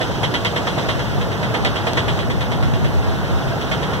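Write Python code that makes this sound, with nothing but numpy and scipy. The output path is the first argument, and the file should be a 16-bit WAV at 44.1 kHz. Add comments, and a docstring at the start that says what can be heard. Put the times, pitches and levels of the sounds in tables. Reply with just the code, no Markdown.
"""Outdoors at a plant, a wide conveyor belt runs with a low rumble and the hiss of rubber on rollers.
Once a turn, about nine times a second, a worn roller knocks and rattles in its steel frame,
in runs that swell and fade. Grit ticks on the steel, and the hollow roar of the end drum grows.
A gust of wind ruffles the left and right openings of the microphone."""
import sys
import numpy as np
from scipy import signal
from scipy.fft import rfft, irfft
from scipy.io import wavfile
from scipy.ndimage import uniform_filter1d

SR = 44100
rng = np.random.default_rng(int(sys.argv[2]) if len(sys.argv) > 2 else 0)


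def dump(signal):
    """Clip the signal to [-1, 1] and save it as 16-bit WAV at the path in sys.argv[1]."""
    limited = np.clip(np.atleast_2d(signal).T, -1, 1)
    pcm = np.round(limited * 32767).astype(np.int16)
    wavfile.write(sys.argv[1], SR, pcm)


N = 176400
TIME = np.arange(N) / SR

# the notes at which the roller and its frame ring: f/Hz, level/dB
STEEL_NOTES = [(490, 0), (575, -1), (655, 3.5), (952, 0.5), (1112, -1), (1394, -6), (1785, 5.5), (1991, 3),
               (2164, 4), (2465, -1), (2934, -4), (3114, -7), (3243, 1), (3380, -3.5), (3883, -10)]
RING_S = 0.095  # time for the ringing to fade by 60 dB


def roller():
    """Each knock of the worn roller is a thump, a blow and a rattle, which set the steel clanging."""
    # when and how hard the roller knocks: t/s, level/dB
    knocks = [(.011, -4), (.231, 0), (.340, 0.5), (.449, 2), (0.56, -1.5), (.669, -3), (0.78, -6),
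              (.887, -1.5), (0.992, -8.5), (1.1, -18), (1.211, -10), (1.317, -12), (1.429, -7),
              (1.541, -3.5), (1.648, 1), (1.758, -5.5), (1.867, -2.5), (1.971, 1), (2.081, -4.5),
              (2.189, -8), (2.299, -7.5), (2.408, -6), (2.517, -8), (2.626, -9), (2.734, -12), (2.845, -9),
              (3.611, -11.5), (3.714, -2.5), (3.826, -8), (3.931, -11)]
    # tone of the rattle: f/Hz, level/dB
    rattle_tone = [(400, -14.5), (1200, 4), (2100, -7.5), (3200, 9), (4300, -2), (6200, -14), (8000, -17),
                   (15000, -51)]
    # tone of the blow that starts each knock: f/Hz, level/dB
    blow_tone = [(150, -1), (600, -9), (1200, -3), (2000, 4), (3000, -2.5), (6000, -14), (15000, -37)]
    rise_s, hold_s, fall_db_per_s = 0.0054, 0.02, 480  # shape of each rattle
    impacts_per_s, spread_db = 2500, 4
    thump_hz, thump_fade_s, thump_ahead_s = 614, 0.0022, 0.0016
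    blow_fade_s, clang_rise_s, scatter_db = 0.016, 0.0032, 1.2
    rattle_level, blow_level = np.zeros((2, N))
    ring, thumps = np.zeros((2, 2, N))
    t = TIME[:SR // 5]
    # the roller drops on its bracket
    drop = np.sin(2 * np.pi * thump_hz * t) * np.exp(-t / thump_fade_s)
    hz, note_db = np.transpose(STEEL_NOTES)
    clang_level = (1 - np.exp(-t / clang_rise_s)) * amp(-60 * t / RING_S)
    clang = clang_level * np.exp(2j * np.pi * hz[:, None] * t)
    for start, db in knocks:
        age = np.maximum(TIME - start, 0)
        fallen_db = fall_db_per_s * np.maximum(age - hold_s, 0)
        rattle_level += np.minimum(age / rise_s, 1) * amp(db - fallen_db)
        # the blow varies less than the rattle, and is a little lighter in the first second
        blow_db = 0.69 * db - 0.5 * max(1 - start / 1.03, 0)
        blow_level += (age > 0) * amp(blow_db) * np.exp(-age / blow_fade_s)
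        push_db = np.where(hz < 1250, blow_db, db)  # the blow rings low notes, the rattle high ones
        strengths = amp(push_db + note_db + scatter_db * rng.standard_normal(len(hz)))
        phases = np.exp(2j * np.pi * rng.random((2, len(hz))))
        add(ring, start, ((strengths * phases) @ clang).real)
        add(thumps, start - thump_ahead_s, amp(-15.5 + db / 2) * drop[None])
    # the rattle is a shower of tiny impacts of random size
    sizes = amp(spread_db * np.minimum(rng.exponential(1, (2, N)), 2))
    signs = rng.choice([-1., 1.], (2, N))
    hits = rng.random((2, N)) < impacts_per_s / SR
    rattle = evened(colour(rattle_level * sizes * signs * hits, rattle_tone))
    blows = evened(colour(blow_level * rng.standard_normal((2, N)), blow_tone))
    return thumps * [[1], [0]] + amp(-33) * evened(ring) + amp(-36) * rattle + amp(-36.5) * blows


def rumble():
    """The moving belt and its drive rumble and shake the frame, which drones at two low pitches."""
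    # drones of the frame: f/Hz, width/Hz, level/dB
    drones = [(105.9, 15, -33), (134.5, 2.6, -36.5)]
    # tone of the belt and drive: f/Hz, level/dB
    rumble_tone = [(30, -19), (52, -8), (68, -3.5), (83, -10), (115, -2), (170, -1.5), (215, -4.5),
                   (430, -12), (700, -46.5)]
    drone = sum(amp(db) * noise_band(hz, width) for hz, width, db in drones)
    return drone + amp(-27) * noise(rumble_tone, patch_db=1.5, size=4096)


def belt():
    """Rubber runs over the rollers: an uneven roar with a fine hiss on top."""
    # tone of the running rubber: f/Hz, level/dB
    rubber_tone = [(200, -74), (400, -50), (520, -56), (780, -53), (1220, -60), (1450, -58), (1800, -60.5),
                   (2400, -67.5), (3200, -65), (4000, -70.5), (5400, -73.5), (6300, -77.5), (7400, -81),
                   (8200, -87.5), (15500, -102)]
    # how the hiss and roar waver: t/s, hiss level/dB, roar level/dB
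    wavering = [(0, 5.5, -1), (.4, 3, -2.5), (.8, 6, -0.5), (1.27, 2, -2.5), (1.6, 3, 0), (2.18, 4, -0.5),
                (2.24, 0.5, -2.5), (2.8, 1.5, -3), (3.4, 3, -1.5)]
    times, hiss_db, roar_db = np.transpose(wavering)
    rubber = noise(rubber_tone, patch_db=1.5, size=512)
    roar = signal.sosfiltfilt(signal.butter(2, 3000, fs=SR, output="sos"), rubber)
    hiss = rubber - roar
    roar_level = amp(np.interp(TIME, times, roar_db - roar_db.mean()))
    hiss_level = amp(np.interp(TIME, times, hiss_db - hiss_db.mean()))
    return amp(-26) * (roar * roar_level + hiss * hiss_level)


def grit():
    """Hard grains crack against the steel in sharp ticks."""
    # when and how hard a grain cracks: t/s, level/dB
    ticks = [(.231, -10.5), (.34, -7), (.448, -1), (1.649, -1.5), (1.934, -3.5)]
    # tone of a tick: f/Hz, level/dB
    tick_tone = [(1000, -6), (4000, 8), (9000, -12.5), (15000, -19)]
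    fade_s = 0.00069
    bursts = sum((TIME > start) * amp(db) * np.exp(-abs(TIME - start) / fade_s) for start, db in ticks)
    return amp(-9) * colour(bursts * rng.standard_normal((2, N)), tick_tone)


def frame():
    """The passing belt rubs the steel and keeps it singing faintly between knocks."""
    hz = np.fft.rfftfreq(N, 1 / SR)
    width_hz = np.log(1000) / (np.pi * RING_S)  # a shorter ring makes a wider peak
    peaks = sum(amp(db) / (1 + ((hz - f) / width_hz) ** 2) for f, db in STEEL_NOTES)
    rubbed = peaks / (1 + (hz / 805) ** 2)  # rubbing stirs mostly the low notes
    return amp(-34.5) * evened(irfft(rfft(rng.standard_normal((2, N))) * rubbed, N))


def drum():
    """The belt wraps round the end drum with a hollow roar, louder as the microphone turns to it."""
    growth_db_per_s = 8
    level = amp(-35 + growth_db_per_s * (TIME - TIME[-1]))
    return level * noise_band(centre_hz=1370, width_hz=220)


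def wind():
    """A gust buffets the microphone with a low, lumpy sound, pushing one side as it pulls the other."""
    # strength of the gust: t/s, level/dB
    gust = [(0, -28.5), (.8, -28), (1.2, -23), (1.45, -26.5), (2.05, -25.5), (2.2, -20.5), (2.95, -18),
            (4, -27)]
    # tone of the wind: f/Hz, level/dB
    wind_tone = [(25, 9), (55, 17.5), (100, 16.5), (170, 9.5), (300, 1), (600, -79)]
    level = amp(np.interp(TIME, *np.transpose(gust)))
    return level * pair(noise(wind_tone, patch_db=2.5, size=2048), likeness=-0.99)


def echo(x):
    """Sound bounces off the steelwork nearby and dies away quickly."""
    delay_s, fade_s = 0.006, 0.08
    t = TIME[:SR // 2]
    tail = rng.standard_normal((2, len(t))) * amp(-60 * t / fade_s) * (t > delay_s)
    return signal.oaconvolve(x, tail / np.linalg.norm(tail[0]), axes=1)[:, :N]


def microphone(machine):
    """Two openings set apart hear the machine in step at some pitches and out of step at others."""
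    # how alike the two sides are: f/Hz, likeness (1 the same, -1 opposite)
    likeness = [(100, 0.87), (280, 0.62), (450, 0.52), (800, 0.79), (1150, 0.95), (1350, 0.8),
                (1750, -0.54), (2330, -0.95), (3150, 0.56), (3650, 1.0), (4300, -0.67), (4900, -0.85),
                (5700, 0.52), (6250, 0.98), (6750, -0.76), (8500, 0.64), (15000, 1.0)]
    # how much louder the left side is: f/Hz, level/dB
    balance = [(130, 5), (300, -4), (650, -4), (1250, 0), (1900, -1.5), (8000, 0)]
    # how far the left side runs ahead: f/Hz, lead (-1 to 1)
    left_lead = [(1000, -0.043), (2800, -0.33), (3950, .5), (5300, -.6), (6550, .5), (7200, -.4), (8000, 0)]
    hz = np.fft.rfftfreq(2 * N, 1 / SR)
    lean_db, lead = read(balance, hz) / 2, read(left_lead, hz)
    middle, other = rfft(machine, 2 * N)
    side = 1j * lead * middle + np.sqrt(1 - lead ** 2) * other  # 1j shifts by a quarter of a wave
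    sides = pair([middle, side], read(likeness, hz))
    return irfft(sides * amp([lean_db, -lean_db]))[:, :N]


def amp(db):
    """Turns decibels into a number to multiply by."""
    return 10 ** (np.asarray(db) / 20)


def evened(x):
    """Scales a sound to an average power of 1."""
    return x / np.sqrt(np.mean(x ** 2) + 1e-20)


def read(points, hz):
    """Looks up a table between its rows, on a scale of pitch."""
    f, value = np.transpose(points)
    return np.interp(np.log(hz + 1), np.log(f + 1), value)


def colour(x, tone, size=4096):
    """Gives a sound a tone, with a filter that rings only after each hit."""
    db = read(tone, abs(np.fft.fftfreq(size, 1 / SR)))
    log_gain = np.log(amp(np.maximum(db, -100)))
    taps = np.fft.ifft(np.exp(np.conj(signal.hilbert(log_gain)))).real[:size // 2]
    return signal.oaconvolve(x, taps[None], axes=1)[:, :N]


def noise(tone, patch_db, size):
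    """Two unrelated noises of one tone, with drifting louder and softer patches."""
    steps, hz = N // (size // 4) + 5, np.fft.rfftfreq(size, 1 / SR)
    a, b, c, d, patches = rng.standard_normal((steps, len(hz), 5)).T
    patches = uniform_filter1d(patches, size=10, axis=0)  # smooth over pitch
    patches = evened(uniform_filter1d(patches, size=6, axis=1))  # and over time
    spectra = np.array([a + 1j * b, c + 1j * d]) * amp(read(tone, hz)[:, None] + patch_db * patches)
    return evened(signal.istft(spectra, nperseg=size, noverlap=size * 3 // 4)[1][:, :N])


def noise_band(centre_hz, width_hz):
    """Two unrelated noises gathered round one pitch."""
    distance = (np.fft.rfftfreq(N, 1 / SR) - centre_hz) / width_hz
    return evened(irfft(rfft(rng.standard_normal((2, N))) / (1 + distance ** 2), N))


def pair(x, likeness):
    """Mixes two sounds into a left and a right that are more or less alike."""
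    same = np.clip(likeness, -.99, .99)
    middle, side = x[0] * np.sqrt((1 + same) / 2), x[1] * np.sqrt((1 - same) / 2)
    return np.array([middle + side, middle - side])


def add(mix, start_s, sound):
    """Adds a sound into the mix at a given time."""
    part = mix[:, max(round(start_s * SR), 0):][:, :sound.shape[1]]
    part += sound[:, :part.shape[1]]


def scene():
    """The whole conveyor as the microphone hears it, plus the wind."""
    knocks = roller()
    machine = knocks + amp(-7) * echo(knocks) + grit() + frame() + drum() + rumble() + belt()
    return microphone(machine) + wind()


def record(dry):
    """Trims away the deepest bass and the highest treble."""
    lowest_hz, highest_hz = 46, 15830
    trimmed = signal.sosfilt(signal.butter(6, lowest_hz, "high", fs=SR, output="sos"), dry)
    treble_cut = signal.firwin(801, highest_hz, window=("kaiser", 9), fs=SR)
    return signal.oaconvolve(trimmed, treble_cut[None], "same")


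dry = scene()
out = record(dry)
dump(out)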